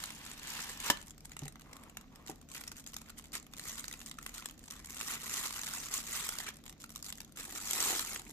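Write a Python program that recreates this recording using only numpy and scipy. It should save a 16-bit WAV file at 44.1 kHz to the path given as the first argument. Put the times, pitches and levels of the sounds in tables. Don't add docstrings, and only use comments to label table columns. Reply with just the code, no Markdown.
import sys
import numpy as np
from scipy import signal
from scipy.fft import rfft, irfft, next_fast_len
from scipy.io import wavfile
from scipy.ndimage import map_coordinates

SR = 44100
rng = np.random.default_rng(int(sys.argv[2]) if len(sys.argv) > 2 else 0)


def master_out(mix):
    frames = np.transpose(np.atleast_2d(mix))
    ceiling = np.clip(frames, -1, 1)
    pcm = np.round(ceiling * 32767).astype(np.int16)
    wavfile.write(sys.argv[1], SR, pcm)


N = 366912

# frequency in Hz, relative level in dB per Hz.
FILM_SPECTRUM = [(300, -19.5), (1200, -11.5), (2500, -9.5), (3700, -3.5), (5500, -1.5), (7200, 4),
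                 (8500, -1), (10000, -5.5), (12000, -3), (14000, -5.5)]
# frequency in Hz, relative level in dB per Hz.
BODY_SPECTRUM = [(150, -31), (400, -9), (580, -15), (800, -9.5), (1050, -3.5), (1350, -1), (1600, -6),
                 (1950, -1), (2500, -4.5), (4000, -8.5), (9000, -56)]
TOP_HZ = 14400
ORDINARY_RUB_DB = -52


def amp(db):
    return 10 ** (np.asarray(db) / 20)


def unit(x):
    return x / np.sqrt(np.mean(x ** 2) + 1e-20)


def along(points, hz):
    f, v = np.transpose(points)
    return np.interp(np.log(hz + 1), np.log(f + 1), v)


def wobble(rate):
    knots = rng.standard_normal(int(N * rate / SR) + 4)
    return map_coordinates(knots, [np.arange(N) * rate / SR])


def fade(t, t60):
    return np.exp(-np.log(1000) * t / t60)


def add(track, s, sound):
    start = max(round(s * SR), 0)
    part = track[..., start:start + sound.shape[-1]]
    part += sound[..., :part.shape[-1]]


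def filtered(x, response):
    m = next_fast_len(N + SR // 2)
    return irfft(rfft(x, m) * response(np.fft.rfftfreq(m, 1 / SR)), m)[..., :N]


def coloured(x, spectrum, size=2048):
    cepstrum = irfft(np.log(amp(along(spectrum, np.fft.rfftfreq(size, 1 / SR)))))
    cepstrum[1:size // 2] *= 2
    cepstrum[size // 2 + 1:] = 0
    kernel = irfft(np.exp(rfft(cepstrum)))
    return signal.fftconvolve(x, kernel[None] / np.linalg.norm(kernel), axes=1)[:, :N]


def stereo(pair):
    # frequency in Hz, left-right correlation from 0 to 1.
    likeness = [(100, 0.86), (500, 0.73), (1200, 0.88), (2500, 0.38), (7000, 0.11), (14000, 0.088)]

    def mid_side_gains(hz):
        turn = np.arccos(np.clip(along(likeness, hz), -1, 1)) / 2
        return np.array([np.cos(turn), np.sin(turn)])

    mid, side = filtered(pair, mid_side_gains)
    return np.array([mid + side, mid - side])


def burst(t, rise, t60):
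    return rng.standard_normal((2, len(t))) * (1 - np.exp(-t / rise)) * fade(t, t60)


def ring(modes, t):
    total = np.zeros(len(t))
    for hz, db, t60 in modes:
        strength = amp(db + rng.normal(0, 0.8)) * rng.choice([-1, 1])
        total += strength * np.sin(2 * np.pi * hz * t) * fade(t, t60)
    return total


def slips(rate, spread_db, t60):
    sizes = amp(spread_db * np.minimum(rng.standard_exponential(N), 2.5)) ** 2
    happens = rng.random(N) < rate / SR
    power = happens * sizes / np.mean(sizes) * SR / rate
    life = fade(np.arange(SR // 20) / SR, t60) ** 2
    life = np.convolve(life, np.hanning(SR // 1000))
    return np.abs(signal.fftconvolve(power, life / np.sum(life))[:N])


def grains(power, smooth=0.13):
    share = np.clip(smooth, 0, 1)
    return np.sqrt(share + (1 - share) * power) * rng.standard_normal((2, N))


def gesture(rows):
    s, db = np.transpose(rows)
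    return amp(np.interp(np.arange(N) / SR, s, db, left=-np.inf, right=-np.inf)) ** 2


def strokes(rows, attack, release):
    power, t = np.zeros(N), np.arange(SR) / SR
    for s, length, db in rows:
        rise = np.minimum(t / attack, 1)
        decay = fade(np.maximum(t - length, 0), release)
        add(power, s, (amp(db) * rise * decay) ** 2)
    return power


def background(air_db=-59):
    # frequency in Hz, average rms level in dB.
    hum_partials = [(37.7, -66.5), (75.4, -70), (102.3, -93), (150.7, -68.5), (226.1, -69.5)]
    # frequency in Hz, relative level in dB per Hz.
    air_spectrum = [(12, -54.5), (20, 5), (54, 3), (115, -2.5), (229, 3.5), (302, 1), (357, -10.5),
                    (774, -14.5), (841, -43), (994, -22), (3180, -26), (6910, -24.5), (9900, -62),
                    (13800, -25), (15000, -47)]
    t = np.arange(N) / SR
    hum = np.zeros(N)
    for hz, db in hum_partials:
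        level = amp(db + wobble(4.7))
        hum += level * np.sin(2 * np.pi * hz * t + 0.45 * wobble(2.08))
    air = unit(filtered(rng.standard_normal((2, N)), lambda hz: amp(along(air_spectrum, hz))))
    return np.sqrt(2) * hum + amp(air_db) * stereo(air)


def room(x):
    # frequency in Hz, time to die by 60 dB in seconds.
    room_decay = [(200, 0.26), (1500, 0.29), (6000, 0.16), (14000, 0.05)]
    hz, t, z = signal.stft(rng.standard_normal((2, SR // 2)), SR, nperseg=256)
    tail = signal.istft(z * fade(t, along(room_decay, hz)[:, None]), SR, nperseg=256)[1]
    delayed = np.pad(x, ((0, 0), (SR // 200, 0)))
    return signal.fftconvolve(delayed, tail / np.linalg.norm(tail[0]), axes=1)[:, :N]


def sliding():
    # start in seconds, length in seconds, level in dB.
    push_moves = [(1.41, 0.038, -65), (1.635, 0.25, -60.5), (1.95, 0.069, -65), (2.1, .19, -63)]
    # frequency in Hz, relative level in dB per Hz.
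    wood_spectrum = [(200, -11), (500, -4), (850, -4.5), (1130, 3.5), (1450, -10), (2300, -10), (5000, -24),
                     (10000, -25)]
    push = np.sqrt(strokes(push_moves, attack=.025, release=.25))
    grit = grains(slips(1100, spread_db=6, t60=.036))
    return coloured(push * grit, wood_spectrum)


def box(ring_db=-4.0, puff_db=-4):
    # start in seconds, base thump in dB, wall knock in dB before trims.
    box_knocks = [(0.904, -63, -38.5), (1.422, -38, -49), (1.457, -57, -46.5), (2.2947, -59, -33.5),
                  (2.299, -65, -44)]
    # frequency in Hz, relative level in dB, time to die by 60 dB in seconds.
    base_modes = [(144.5, 0, 0.23), (268, -8, 0.11), (330, -2, 0.047)]
    # frequency in Hz, relative level in dB, time to die by 60 dB in seconds.
    wall_modes = [(335, -2.5, 0.034), (420, -4.5, 0.095), (562, -11, 0.045), (741, -7.5, 0.091),
                  (800, 2.5, 0.035), (1000, -23, 0.06)]
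    # frequency in Hz, relative level in dB per Hz.
    hollow_spectrum = [(120, -15), (340, 0), (560, -3.5), (790, 1.5), (1100, -15), (3000, -42)]
    knocks, puffs, t = np.zeros((2, N)), np.zeros((2, N)), np.arange(SR // 3) / SR
    for s, thump_db, wall_db in box_knocks:
        thump = amp(thump_db) * ring(base_modes, t)
        knock = amp(wall_db + ring_db) * ring(wall_modes, t)
        add(knocks, s, (thump + knock) * (1 - np.exp(-t / 0.00072)))
        add(puffs, s, amp(wall_db + puff_db) * burst(t, rise=.0005, t60=0.048))
    return knocks + stereo(coloured(puffs, hollow_spectrum))


def insert(ring_db=-27, crack_db=-15):
    # frequency in Hz, relative level in dB, time to die by 60 dB in seconds.
    insert_modes = [(222, -17, 0.072), (330, -23, 0.076), (571, -11.5, 0.12), (978, 1, 0.038),
                    (1190, 0.5, 0.024), (1750, 5, 0.046), (1910, -12, 0.033), (3050, 5, 0.06)]
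    # frequency in Hz, relative level in dB per Hz.
    slap_spectrum = [(150, -6.5), (300, 7.5), (500, -12), (1000, 5), (1800, -2), (2400, -2), (3100, 1),
                     (4200, -0.5), (7500, 2.5), (10500, -10), (14000, -1)]
    release_s = .9005
    slap, t = np.zeros((2, N)), np.arange(SR // 4) / SR
    hit = burst(t, rise=0.00017, t60=0.033) + amp(-11) * burst(t, rise=0.0041, t60=0.076)
    add(slap, release_s, amp(crack_db) * hit)
    slap = stereo(coloured(slap, slap_spectrum))
    add(slap, release_s, amp(ring_db) * ring(insert_modes, t))
    return slap


def flapping():
    # time in seconds, level in dB.
    flap_level = [(7.4, -73.5), (7.53, -54), (7.6, -68), (7.75, -55), (7.86, -48.5), (7.93, -47),
                  (8.02, -62), (8.12, -62)]
    # frequency in Hz, relative level in dB per Hz.
    sheet_spectrum = [(80, -31), (200, -10), (350, -0.5), (600, -13), (780, -2.5), (1200, -14.5),
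                      (4000, -40)]
    s, db = np.transpose(flap_level)
    level_db = np.interp(np.arange(N) / SR, s, db)
    pops = np.sqrt(slips(np.full(N, 120), spread_db=1, t60=0.023)) * rng.standard_normal((2, N))
    return coloured(amp(level_db) * pops, sheet_spectrum)


def handling():
    # time in seconds, rub level in dB.
    pull_out = [(0, -49.5), (0.05, -47.5), (0.13, -55), (0.3, -52), (0.41, -56), (0.46, -48), (0.59, -45),
                (0.77, -53), (0.83, -48.5), (0.89, -37), (0.93, -54), (1.04, -62.5)]
    # time in seconds, rub level in dB.
    turn_cushion = [(3.51, -64.5), (3.59, -51), (3.71, -44.5), (3.83, -57), (3.98, -52.5), (4.15, -65),
                    (4.27, -52.5), (4.43, -55), (4.55, -65.5)]
    # time in seconds, rub level in dB.
    free_cushion = [(4.83, -61.5), (4.9, -52.5), (5.01, -44.5), (5.15, -40), (5.17, -49.5), (5.38, -37),
                    (5.49, -45.5), (5.68, -43.5), (5.76, -42.5), (5.9, -47), (5.94, -38.5), (6.03, -50.5),
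                    (6.11, -36.5), (6.28, -42), (6.32, -44.5), (6.49, -49.5), (6.51, -62), (6.62, -72)]
    # time in seconds, rub level in dB.
    open_bag = [(7.34, -77), (7.38, -43.5), (7.45, -50.5), (7.65, -41), (7.74, -39.5), (7.84, -31),
                (8.02, -39.0), (8.04, -44), (8.15, -39.5), (8.2, -53.5), (8.32, -54)]
    # start
    # in seconds, length in seconds, film hiss in dB, low rub in dB.
    short_strokes = np.array([(0.83, 0.043, -40.5, -46), (1.038, 0.052, -55, -67),
                               (1.197, 0.098, -62.5, -70), (1.305, 0.024, -60, -61),
                               (1.382, 0.076, -57.5, -59), (1.62, 0.27, -69, -76),
                               (2.25, 0.099, -62.5, -67), (2.486, 0.2, -54, -60),
                               (2.537, 0.042, -46.5, -49.5), (2.748, 0.053, -50.5, -60.5),
                               (2.86, 0.035, -50.5, -60), (2.92, 0.17, -60, -65),
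                               (3.159, 0.027, -53.5, -62), (3.236, 0.02, -58, -65),
                               (3.327, 0.031, -42.5, -49), (3.76, 0.0356, -44, -55),
                               (4.33, 0.067, -47.5, -55), (4.572, 0.11, -59.5, -66.5),
                               (4.694, 0.1, -53.5, -55.5), (5.112, 0.048, -39.5, -43.5),
                               (5.938, 0.058, -37.5, -50), (6.09, 0.14, -42, -45), (6.45, 0.042, -52, -48),
                               (6.66, 0.039, -59, -70), (6.789, 0.052, -56, -76), (6.886, 0.12, -60, -72),
                               (7.034, 0.053, -47, -60), (7.104, 0.11, -60, -81),
                               (7.374, 0.045, -47.5, -51)])
    attack, release = .012, 0.14
    foam_under_db, bare_under_db, card_under_db = -8, -9.5, 0.5
    holding_db = -76

    pull = gesture(pull_out)
    cushion = gesture(turn_cushion) + gesture(free_cushion)
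    bag = gesture(open_bag)
    stroke_film = strokes(short_strokes[:, [0, 1, 2]], attack, release)
    stroke_foam = strokes(short_strokes[:, [0, 1, 3]], attack, release)
    film = np.maximum(pull + cushion + bag, stroke_film) + amp(holding_db) ** 2
    low_rub = amp(foam_under_db) ** 2 * cushion + amp(bare_under_db) ** 2 * bag
    foam = np.maximum(low_rub, stroke_foam) + amp(holding_db) ** 2
    return film, foam, amp(card_under_db) ** 2 * pull


def patchy(x, depth_db, width_hz, size=512):
    z = signal.stft(x, nperseg=size)[2]
    rows, frames = z.shape[1:]
    place = np.arange(rows) * SR / size / max(width_hz, 100)
    grid = np.meshgrid(place, np.arange(frames) / 2, indexing="ij")
    field = map_coordinates(rng.standard_normal((rows, frames)), grid, order=1)
    return signal.istft(z * unit(amp(depth_db * field)), nperseg=size)[1][:, :N]


def rubbing(film_power, foam_power, card_power, hiss_db=0.04, foam_db=0.32, grip_db=1.5):
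    # frequency in Hz, relative level in dB per Hz.
    card_spectrum = [(150, -18), (320, -10.5), (620, -11), (970, 0), (1250, -5.5), (1770, 0), (2130, -3.5),
                     (2850, -0.5), (4300, -5.5), (9000, -15)]
    slips_per_s, slip_growth = 330, 1
    effort = np.sqrt(film_power) / amp(ORDINARY_RUB_DB)
    rate = np.clip(slips_per_s * effort ** slip_growth, 90, 4000)
    crackle = slips(rate, spread_db=6.5, t60=.014)
    drag = (crackle + slips(rate * .6, spread_db=6, t60=.018)) / 2
    grip = amp(grip_db * wobble(40))
    film = amp(hiss_db) * np.sqrt(film_power) * grip * grains(crackle, smooth=.13)
    foam = amp(foam_db) * np.sqrt(foam_power) * grip * grains(drag, smooth=.15)
    card = np.sqrt(card_power) * grains(slips(1100, spread_db=4.5, t60=0.034))
    hiss = coloured(patchy(film, depth_db=3.5, width_hz=679), FILM_SPECTRUM)
    low_rub = coloured(patchy(foam, depth_db=5, width_hz=213.0), BODY_SPECTRUM)
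    return hiss + low_rub + coloured(card, card_spectrum)


def small_snaps(film_power, count=400):
    snaps_per_s, snap_db, scatter_db = 25, -47.5, 1
    growth = 0.32
    body_under_db, body_scatter_db = -8, 4.5
    when, chance = rng.random((count, 2)).T
    size, depth = rng.standard_normal((count, 2)).T
    effort_db = 10 * np.log10(film_power[(when * N).astype(int)]) - ORDINARY_RUB_DB
    rate = snaps_per_s * np.minimum(amp(.2 * effort_db), 1)
    crack_db = snap_db + growth * effort_db + scatter_db * size
    body_db = crack_db + body_under_db + body_scatter_db * depth
    rows = np.column_stack([when * N / SR, crack_db, body_db])
    return rows[chance < rate * N / SR / count]


def snapping(film_power, film_db=1, body_db=-1):
    # time in seconds, crack in dB, body in dB, both before a trim.
    loud_snaps = [(0.038, -37, -40.5), (0.8014, -39.5, -47), (1.0142, -49.5, -53), (1.2541, -45, -64),
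                  (1.318, -47.5, -57), (1.3668, -44.5, -47), (1.3911, -42.5, -72), (1.48, -43, -54),
                  (1.5565, -59, -50.5), (1.7314, -51.5, -56), (1.9705, -41.5, -46), (2.298, -44, -56),
                  (2.6131, -44.5, -50), (2.678, -40.5, -62), (2.7168, -42.5, -49), (2.8639, -45.5, -60),
                  (2.9413, -44, -54), (2.9654, -38.5, -50), (3.196, -52, -52), (3.334, -43, -56),
                  (3.3526, -37, -41), (3.5359, -47, -49), (3.5951, -40, -46), (3.783, -49, -45.5),
                  (3.7948, -39.5, -58), (3.8423, -46, -44.5), (3.8807, -38.5, -63), (3.9267, -41.0, -68),
                  (3.938, -47.5, -45.5), (4.0609, -43, -67), (4.1129, -42.5, -47.5), (4.1863, -46, -43),
                  (4.2632, -38.5, -43), (4.4228, -61, -47), (4.4571, -37, -47), (4.7086, -39, -65),
                  (4.8582, -45.5, -72), (4.9045, -42, -58), (5.0105, -38.0, -40), (5.265, -41, -44),
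                  (5.295, -42, -47), (5.3404, -35.5, -58), (5.4553, -40, -41), (5.5927, -42, -44.5),
                  (5.6339, -40, -50), (5.9389, -30, -67), (6.2898, -31.0, -43), (6.3858, -36, -49),
                  (6.4018, -43.5, -41.5), (6.4877, -42.5, -46), (6.6629, -49.5, -50), (6.695, -47.5, -53),
                  (6.9592, -39.5, -52), (7.0259, -40.5, -57), (7.1018, -41.5, -54), (7.125, -40, -51),
                  (7.2039, -42, -55), (7.372, -45, -49.5), (7.7093, -29.5, -59), (7.7323, -30, -46),
                  (7.8032, -28.0, -63), (7.9937, -32.5, -39), (8.1462, -41, -59)]
    pops, t = np.zeros((2, N)), np.arange(SR // 20) / SR
    hz = np.fft.rfftfreq(len(t), 1 / SR)
    knots = np.geomspace(500, TOP_HZ, 28)
    lead = SR // 400
    for s, crack_db, thud_db in [*loud_snaps, *small_snaps(film_power)]:
        facet = amp(4 * np.interp(hz, knots, rng.standard_normal(len(knots))))
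        pop = burst(t, rise=.0005, t60=.014)
        settling = amp(-19) * burst(t, rise=.002, t60=.04)
        give = amp(-18) * burst(t, rise=.004, t60=.015)
        pop = np.roll(pop + settling, lead, axis=1) + give
        for spectrum, db in ((FILM_SPECTRUM, crack_db + film_db), (BODY_SPECTRUM, thud_db + body_db)):
            part = unit(irfft(rfft(pop) * facet * amp(along(spectrum, hz)), len(t)))
            add(pops, s - lead / SR, amp(db) * part / np.sqrt(10))
    return pops


def scene(lead=0.00012, room_db=-15):
    air, knocks = background(), insert() + box()
    film, foam, card = handling()
    near = stereo(rubbing(film, foam, card) + sliding() + flapping() + snapping(film)) + knocks
    sides = np.array([[1], [-1]])
    near = filtered(near, lambda hz: np.exp(1j * np.pi * hz * lead * sides))
    return (near + amp(room_db) * room(near)) * amp([[-.25], [.25]]) + air


def record(dry):
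    return filtered(dry, lambda hz: 1 / np.sqrt(1 + (hz / TOP_HZ) ** 190))


dry = scene()
out = record(dry)
master_out(out)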